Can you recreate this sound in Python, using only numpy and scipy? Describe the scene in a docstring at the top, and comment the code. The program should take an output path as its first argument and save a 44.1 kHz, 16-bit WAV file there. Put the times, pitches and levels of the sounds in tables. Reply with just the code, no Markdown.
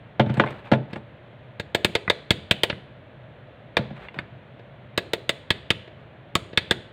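"""Turning a multimeter's dial

A lead and plug land on a repair bench with a few dull knocks. Then the meter's dial is turned in quick
runs: its spring snaps into each notch and the plastic case rings briefly. Fingers tap and rub the case.
It is all heard from close by, in a small room with a low, steady noise."""
import sys
import numpy as np
from scipy import signal
from scipy.fft import rfft, irfft, next_fast_len
from scipy.io import wavfile
from scipy.ndimage import uniform_filter1d, minimum_filter1d

SR = 44100
rng = np.random.default_rng(int(sys.argv[2]) if len(sys.argv) > 2 else 0)


def int16_out(signal):
    """Quantize to a 16-bit WAV file."""
    q = np.round(np.clip(np.atleast_2d(signal).T, -1, 1) * 32767)
    wavfile.write(sys.argv[1], SR, q.astype(np.int16))


N = 305375

# The dial drops into a notch. Bass, middle and treble are relative to a typical click.
# start_s, level_db, bass_db, middle_db, treble_db, spring_pitch_hz
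DIAL_CLICKS = [(1.7469, -4, -1, 5.5, 5, 3600), (1.846, -2, 3.5, 2, 6, 3630),
               (1.9515, -3, -1, 2.5, -1.5, 3460), (2.0988, 0, -9.5, 1.5, -2, 3560),
               (2.3056, 0.5, 3, -4, 2, 3380), (2.51, 0, 2, -5.5, 1.5, 3170),
               (2.6333, -1, -5.5, 3.5, 2.5, 3156), (3.7681, -2, -3, 3, -6, 3670),
               (4.9762, -3, -3.5, 1, 2, 3920), (5.1333, -5, -5, 2.5, 2.5, 2920),
               (5.2923, -2.5, -7, -2, 1.5, 2900), (5.5042, -1, 0.5, -4.5, -1, 3260),
               (5.7033, -0.5, 0, -3.5, -1, 3100), (6.3525, -3.5, 2.5, 2, 6, 3200),
               (6.5741, 1.5, -5, -7, -4, 3525), (6.7095, -0.5, -2.5, 0, 1.5, 3490)]


def from_db(db):
    """Turn decibels into a number to multiply by."""
    return 10 ** (np.asarray(db) / 20)


def rms_one(x):
    """Scale a sound so that its average level (rms) is 1."""
    return x / np.sqrt(np.mean(x ** 2) + 1e-20)


def at_hz(points, hz):
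    """Look up a value between the rows of a table, on a scale of octaves."""
    freqs, values = np.transpose(points)
    return np.interp(np.log(hz), np.log(freqs), values)


def bands(lowest_hz, per_octave):
    """Filters that each pass one band of pitches: centre_hz, width_hz, filter."""
    count = int(per_octave * np.log2(17000 / lowest_hz))
    edges = 17000 / 2 ** (np.arange(count, -1, -1) / per_octave)
    return [(np.sqrt(lo * hi), hi - lo, signal.butter(2, [lo, hi], "band", fs=SR, output="sos"))
            for lo, hi in zip(edges, edges[1:])]


def coloured(x, colour):
    """Make each pitch stronger or weaker as the table says; the result has average level 1."""
    size = next_fast_len(N)
    hz = np.maximum(np.fft.rfftfreq(size, 1 / SR), 1)
    return rms_one(irfft(rfft(x, size) * from_db(at_hz(colour, hz)), size)[:N])


def fading_tone(hz, fade_s, t):
    """One tone of a struck object. 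Here and in the tables, fade_s is the time to fall by 60 dB."""
    return np.sin(2 * np.pi * hz * t) * np.exp(-np.log(1000) * t / fade_s)


def placed(rows, sounds):
    """Lay each sound at the start time in its row."""
    out = np.zeros(N + sounds.shape[1])
    for row, sound in zip(rows, sounds):
        start = int(row[0] * SR)
        out[start:start + len(sound)] += sound
    return out[:N]


def with_middle(hits, middle_db, dulling):
    """Add a middle_db column: a softer touch lasts longer, so more of it goes into the hollow middle."""
    return [(start, level, bass, middle_db - dulling * level, treble)
            for start, level, bass, treble in hits]


def force(hits, hz):
    """How strongly each hit drives one pitch, as a column."""
    anchors_hz = [190, 380, 700, 1400, 4200, 6500]
    return np.array([[from_db(level + at_hz(list(zip(anchors_hz, [bass, mid, mid, 0, 0, treble])), hz))]
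                     for _, level, bass, mid, treble, *_ in hits])


def main_tones(hits, tones, t, scatter_db, detune):
    """Each hit rings all of an object's own tones; the grip shifts their strength and pitch a little."""
    out = 0
    for k, (hz, db, fade_s) in enumerate(tones):
        strength, shift = rng.standard_normal((len(hits), 2)).T[:, :, None]
        gain = force(hits, hz) * from_db(db + scatter_db * strength)
        out = out + (-1) ** (k + 1) * gain * fading_tone(hz * (1 + detune * shift), fade_s, t)
    return out


def crowded_tones(hits, colour, fades, t, snap_db, snap_s, rise_s):
    """Tones too close to tell apart, made from noise: a snap, then a ring that dies band by band."""
    out, power = 0, 0
    noise = rng.standard_normal((len(hits), 2, len(t)))
    snap = from_db(snap_db) * np.exp(-(t / snap_s) ** 2)
    rise = 1 - np.exp(-t / rise_s)
    for k, (hz, width, band) in enumerate(bands(lowest_hz=600, per_octave=5)):
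        ring = np.exp(-np.log(1000) * t / at_hz(fades, hz))
        burst = signal.sosfilt(band, noise[:, k % 2] * (ring + snap) * rise)
        burst /= np.linalg.norm(burst, axis=1, keepdims=True)
        share = from_db(at_hz(colour, hz)) * np.sqrt(width)
        uneven = from_db(rng.normal(0, 1.9, (len(hits), 1)))  # no two hits sound alike
        out = out + share * uneven * force(hits, hz) * burst
        power += share ** 2
    return out / np.sqrt(power)


def room_noise():
    """A dull, steady rush with a few faint drones in it."""
    # Tone colour of the rush: pitch_hz, level_db
    colour = [(25, -18.5), (50, -9.5), (80, -4), (125, 5.5), (190, -8), (280, -9), (420, -10.5), (600, -5),
              (800, -14), (1200, -18.5), (1650, -17), (3500, -26), (4200, -35.5), (5200, -60.5),
              (16000, -66.5)]
    # Narrow bands of droning noise: pitch_hz, width_hz, level_db
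    drones = [(123.5, 20, -69.5), (202.2, 6.2, -62.5), (628, 31, -68.5)]
    out = from_db(-46.5) * coloured(rng.standard_normal(N), colour)
    for hz, width, db in drones:
        b, a = signal.iirpeak(hz, hz / width, fs=SR)
        out = out + from_db(db) * rms_one(signal.lfilter(b, a, rng.standard_normal(N)))
    return out


def bench_knocks():
    """Things land on the bench; the board booms on, but is too small to give off deep bass."""
    # Knocks on the bench top: start_s, level_db, bass_db, treble_db
    knocks = [(0.1958, -7, 4, -7), (0.2613, -30, 20, -8), (0.2953, -24, 20, -20), (0.3703, -24.5, 18.5, 16),
              (0.3971, -8, -1, -12), (0.4368, -24, 12, -8), (0.4605, -27, -7, 13), (0.7158, -8.5, 9.5, 6.5),
              (0.7313, -12.5, -12, 1), (0.9583, -28.5, 6.5, 15), (3.7863, -25, 17, 3), (3.848, -48, 18, 2),
              (3.9053, -38, 20, -2), (4.1593, -40.5, 17, 6)]
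    # The board's main tones: pitch_hz, level_db, fade_s
    tones = [(99, -20, 0.067), (131.3, -20, 0.26), (159, -18, 0.063), (217, -17, 0.17),
             (273.5, -15.5, 0.062), (339, -15, 0.086), (421.6, -23.5, 0.2), (540.4, -14.5, 0.077),
             (598, -23, 0.23), (791, -12, 0.032), (880, -19.5, 0.13), (1430, -19.5, 0.069),
             (1680, -18, 0.038), (2100, -26.5, 0.064)]
    # Strength of its crowded upper tones: pitch_hz, level_db
    colour = [(600, 12), (900, 4), (1150, 1.5), (1600, -0.5), (2400, -2), (3400, -3), (4200, -16.5),
              (5400, -71), (8000, -34.5), (10500, -105), (16000, -64)]
    # How long those ring: pitch_hz, fade_s
    fades = [(600, 0.039), (2000, 0.069), (8000, 0.093), (15000, .05)]
    t = np.arange(SR // 3) / SR
    hits = with_middle(knocks, middle_db=1.0, dulling=0.076)
    contact = crowded_tones(hits, colour, fades, t, snap_db=-14.0, snap_s=0.0026, rise_s=0.00048)
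    boom = main_tones(hits, tones, t, scatter_db=1.5, detune=0.0057)
    boom = signal.sosfilt(signal.butter(2, 85, "high", fs=SR, output="sos"), boom)
    return placed(hits, from_db(15.5) * contact + from_db(6.5) * boom)


def rubbing(slips_per_s, spread_db):
    """Cable or fingers slide on plastic, catching and letting go in many tiny, uneven slips."""
    # Strokes over the plastic: start_s, length_s, level_db
    strokes = [(0.254, 0.16, -42.5), (0.451, 0.075, -40), (0.537, 0.067, -47.5), (0.632, 0.034, -40.5),
               (0.88, 0.073, -49), (3.934, .12, -44.5), (4.13, 0.07, -48), (4.33, .05, -61),
               (5.945, 0.11, -59.5)]
    # Tone colour of the rubbing: pitch_hz, level_db
    colour = [(200, 16.5), (900, 14.5), (1400, 12), (2300, 10), (3800, -1), (5500, -23), (8300, -23.5),
              (10500, -32), (16000, -32)]
    swell_s, fall_db_per_s, slip_ring_s = 0.032, 326, 0.0036
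    sizes = from_db(spread_db * np.minimum(rng.exponential(1, N), 4)) * rng.choice([-1, 1], N)
    slips = sizes * (rng.random(N) < slips_per_s / SR)
    keep = np.exp(-1 / (slip_ring_s * SR))
    energy = signal.lfilter([1], [1, -keep], slips ** 2 + 1e-18)
    grains = np.sqrt(energy) * rng.standard_normal(N)
    t = np.arange(N) / SR
    pressure = 0
    for start, length, db in strokes:  # each swells, holds while the hand moves, then dies away
        swell = np.clip((t - start) / swell_s, 0, 1)
        pressure = pressure + swell * from_db(db - fall_db_per_s * np.maximum(t - start - length, 0))
    return coloured(grains, colour) * pressure


def meter_case(hits, snap_db, snap_s, rise_s, crack_db, ring_db):
    """A hit on the plastic case makes a bright crack over a hollow ring."""
    # The case's main tones: pitch_hz, level_db, fade_s
    tones = [(94.8, -19, 0.056), (191.8, -16, 0.041), (349, -16.5, 0.04), (464.8, -15.5, 0.041),
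             (588.4, -18.5, 0.044), (682, -26, 0.076), (898, -19.5, 0.036), (970, -30, 0.052),
             (1673, -18.5, 0.045), (1940, -27, 0.073), (2159, -25, 0.053), (2427, -28, 0.045),
             (2607, -26.5, 0.064), (3094, -31.5, 0.081), (3510, -27, 0.071), (3714, -22.5, 0.063),
             (4130, -35, 0.082), (4470, -30.5, 0.057)]
    # Strength of its crowded upper tones: pitch_hz, level_db
    colour = [(600, 0.5), (850, -8.5), (1300, -2), (1700, 2.5), (2400, 2.5), (3400, 1), (4500, -5),
              (5400, -25.5), (6300, -16.5), (8000, -16), (9100, -19.5), (10000, -37.5), (12000, -31),
              (14000, -25.5), (16000, -33)]
    # How long those ring: pitch_hz, fade_s
    fades = [(600, 0.039), (3000, 0.042), (8000, .042), (15000, 0.044)]
    t = np.arange(SR // 8) / SR
    crack = crowded_tones(hits, colour, fades, t, snap_db, snap_s, rise_s)
    ring = main_tones(hits, tones, t, scatter_db=2.0, detune=0.008) * (1 - np.exp(-t / rise_s))
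    return placed(hits, from_db(crack_db) * crack + from_db(ring_db) * ring)


def finger_taps():
    """Fingers and the knob tap the case lightly, with only a little snap."""
    # Taps on the case: start_s, level_db, bass_db, treble_db
    taps = [(0.3398, -21, 4, 2), (0.505, -28, -3, 6.5), (0.9309, -18.5, 13.5, -5.5), (1.597, -8.5, 5, 0.5),
            (2.0778, -23.5, 22, -20), (2.6985, -2, -2, -40), (2.7263, -32.5, 26, -20),
            (4.1426, -34.5, -12, 0), (4.1878, -18.5, 9, -4), (4.5935, -32.5, 5, -18),
            (5.876, -31.5, -3.5, -15.5), (6.5303, -24, 8, -21)]
    hits = with_middle(taps, middle_db=-3.0, dulling=0.44)
    return meter_case(hits, snap_db=-6.0, snap_s=0.002, rise_s=0.00039, crack_db=3.5, ring_db=-2.5)


def plastic_clacks(level_db, rise_s, scatter_db):
    """Small, hard plastic parts meet and ring briefly; the smaller the part, the higher it rings."""
    # Parts clacking together: start_s, level_db, main_pitch_hz
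    clacks = [(.3975, -5.5, 1460), (.437, -16.5, 1510), (.461, -29, 1540), (.474, -26.5, 2130),
              (.486, -37, 2250), (.959, -31, 1670), (2.078, -18.5, 1490), (2.727, -33, 1537),
              (3.769, -13.5, 1104), (4.085, -31.5, 2080), (4.143, -37, 2220), (4.188, -19, 2156),
              (6.354, -14, 1120)]
    # The tones of a part: times_main_pitch, level_db, fade_s
    tones = [(.45, -2.5, .03), (.58, -7, 0.029), (.7, -6.5, 0.034), (.83, -5, 0.027), (1, 2, 0.035),
             (1.14, -5, 0.033), (1.33, -7, 0.035), (1.65, -9, 0.029), (2.1, -22, 0.026)]
    t = np.arange(SR // 10) / SR
    _, db, hz = np.transpose(clacks)[:, :, None]
    scatter = scatter_db * rng.standard_normal((len(clacks), len(tones)))
    rings = sum((-1) ** k * from_db(db + tone_db + scatter[:, [k]]) * fading_tone(hz * ratio, fade_s, t)
                for k, (ratio, tone_db, fade_s) in enumerate(tones))
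    return placed(clacks, from_db(level_db) * rings * (1 - np.exp(-t / rise_s)))


def dial_snaps():
    """The dial's spring snaps into each notch and gives the case a sharp hit."""
    return meter_case(DIAL_CLICKS, snap_db=5.0, snap_s=0.0013, rise_s=0.00048, crack_db=10.0, ring_db=0.5)


def dial_spring(ring_db, fade_s):
    """The spring itself pings for a moment, at a different pitch in each notch."""
    growth = 1.47  # a harder snap rings more: extra dB of ring for each dB of snap
    t = np.arange(SR // 10) / SR
    rise = 1 - np.exp(-t / 0.001)
    pings = [from_db(level + growth * level + ring_db) * fading_tone(hz, fade_s, t) * rise
             for _, level, *_, hz in DIAL_CLICKS]
    return placed(DIAL_CLICKS, np.array(pings))


def room_echo(x):
    """The room stores the energy in each band and lets it leak away as a soft wash of sound."""
    # Strength of the echo: pitch_hz, level_db
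    colour = [(100, -12), (500, -11.5), (1100, -19), (3200, -19), (4300, -20), (5500, -28.5), (6600, -19),
              (8000, -21.5), (9000, -19.5), (10500, -29), (12000, -24), (14500, -22.5)]
    # How long it lasts: pitch_hz, fade_s
    fades = [(100, 0.3), (600, 0.41), (3000, 0.58), (8500, 0.42), (15000, .3)]
    out, noise = 0, rng.standard_normal((2, N))
    for k, (hz, _, band) in enumerate(bands(lowest_hz=60, per_octave=5)):
        keep = np.exp(-np.log(10 ** 6) / (at_hz(fades, hz) * SR))
        stored = signal.lfilter([1 - keep], [1, -keep], signal.sosfilt(band, x) ** 2)
        wash = signal.sosfilt(np.vstack([band, band]), noise[k % 2])
        out = out + from_db(at_hz(colour, hz)) * np.sqrt(stored) * rms_one(wash)
    return out


def scene():
    """Add the dial and the handling sounds to the room's echo and noise, in one channel."""
    dial = dial_snaps() + dial_spring(ring_db=-1.5, fade_s=0.016)
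    handling = finger_taps() + bench_knocks()
    handling += plastic_clacks(level_db=-2.5, rise_s=0.0003, scatter_db=4.0)
    handling += rubbing(slips_per_s=490, spread_db=1.0)
    direct = dial + handling
    return (direct + room_echo(direct) + room_noise())[None]


def record(dry):
    """The microphone loses the deepest bass, a fast limiter turns peaks down, and the top is cut."""
    ceiling, span_samples, top_hz = 0.9, 65, 16000
    thin = signal.sosfilt(signal.butter(2, 45, "high", fs=SR, output="sos"), dry)
    gain = np.minimum(1, ceiling / (np.abs(thin) + 1e-9))
    smooth_gain = uniform_filter1d(minimum_filter1d(gain, span_samples), span_samples)
    return signal.sosfilt(signal.ellip(10, 0.1, 80, top_hz, fs=SR, output="sos"), thin * smooth_gain)


dry = scene()
out = record(dry)
int16_out(out)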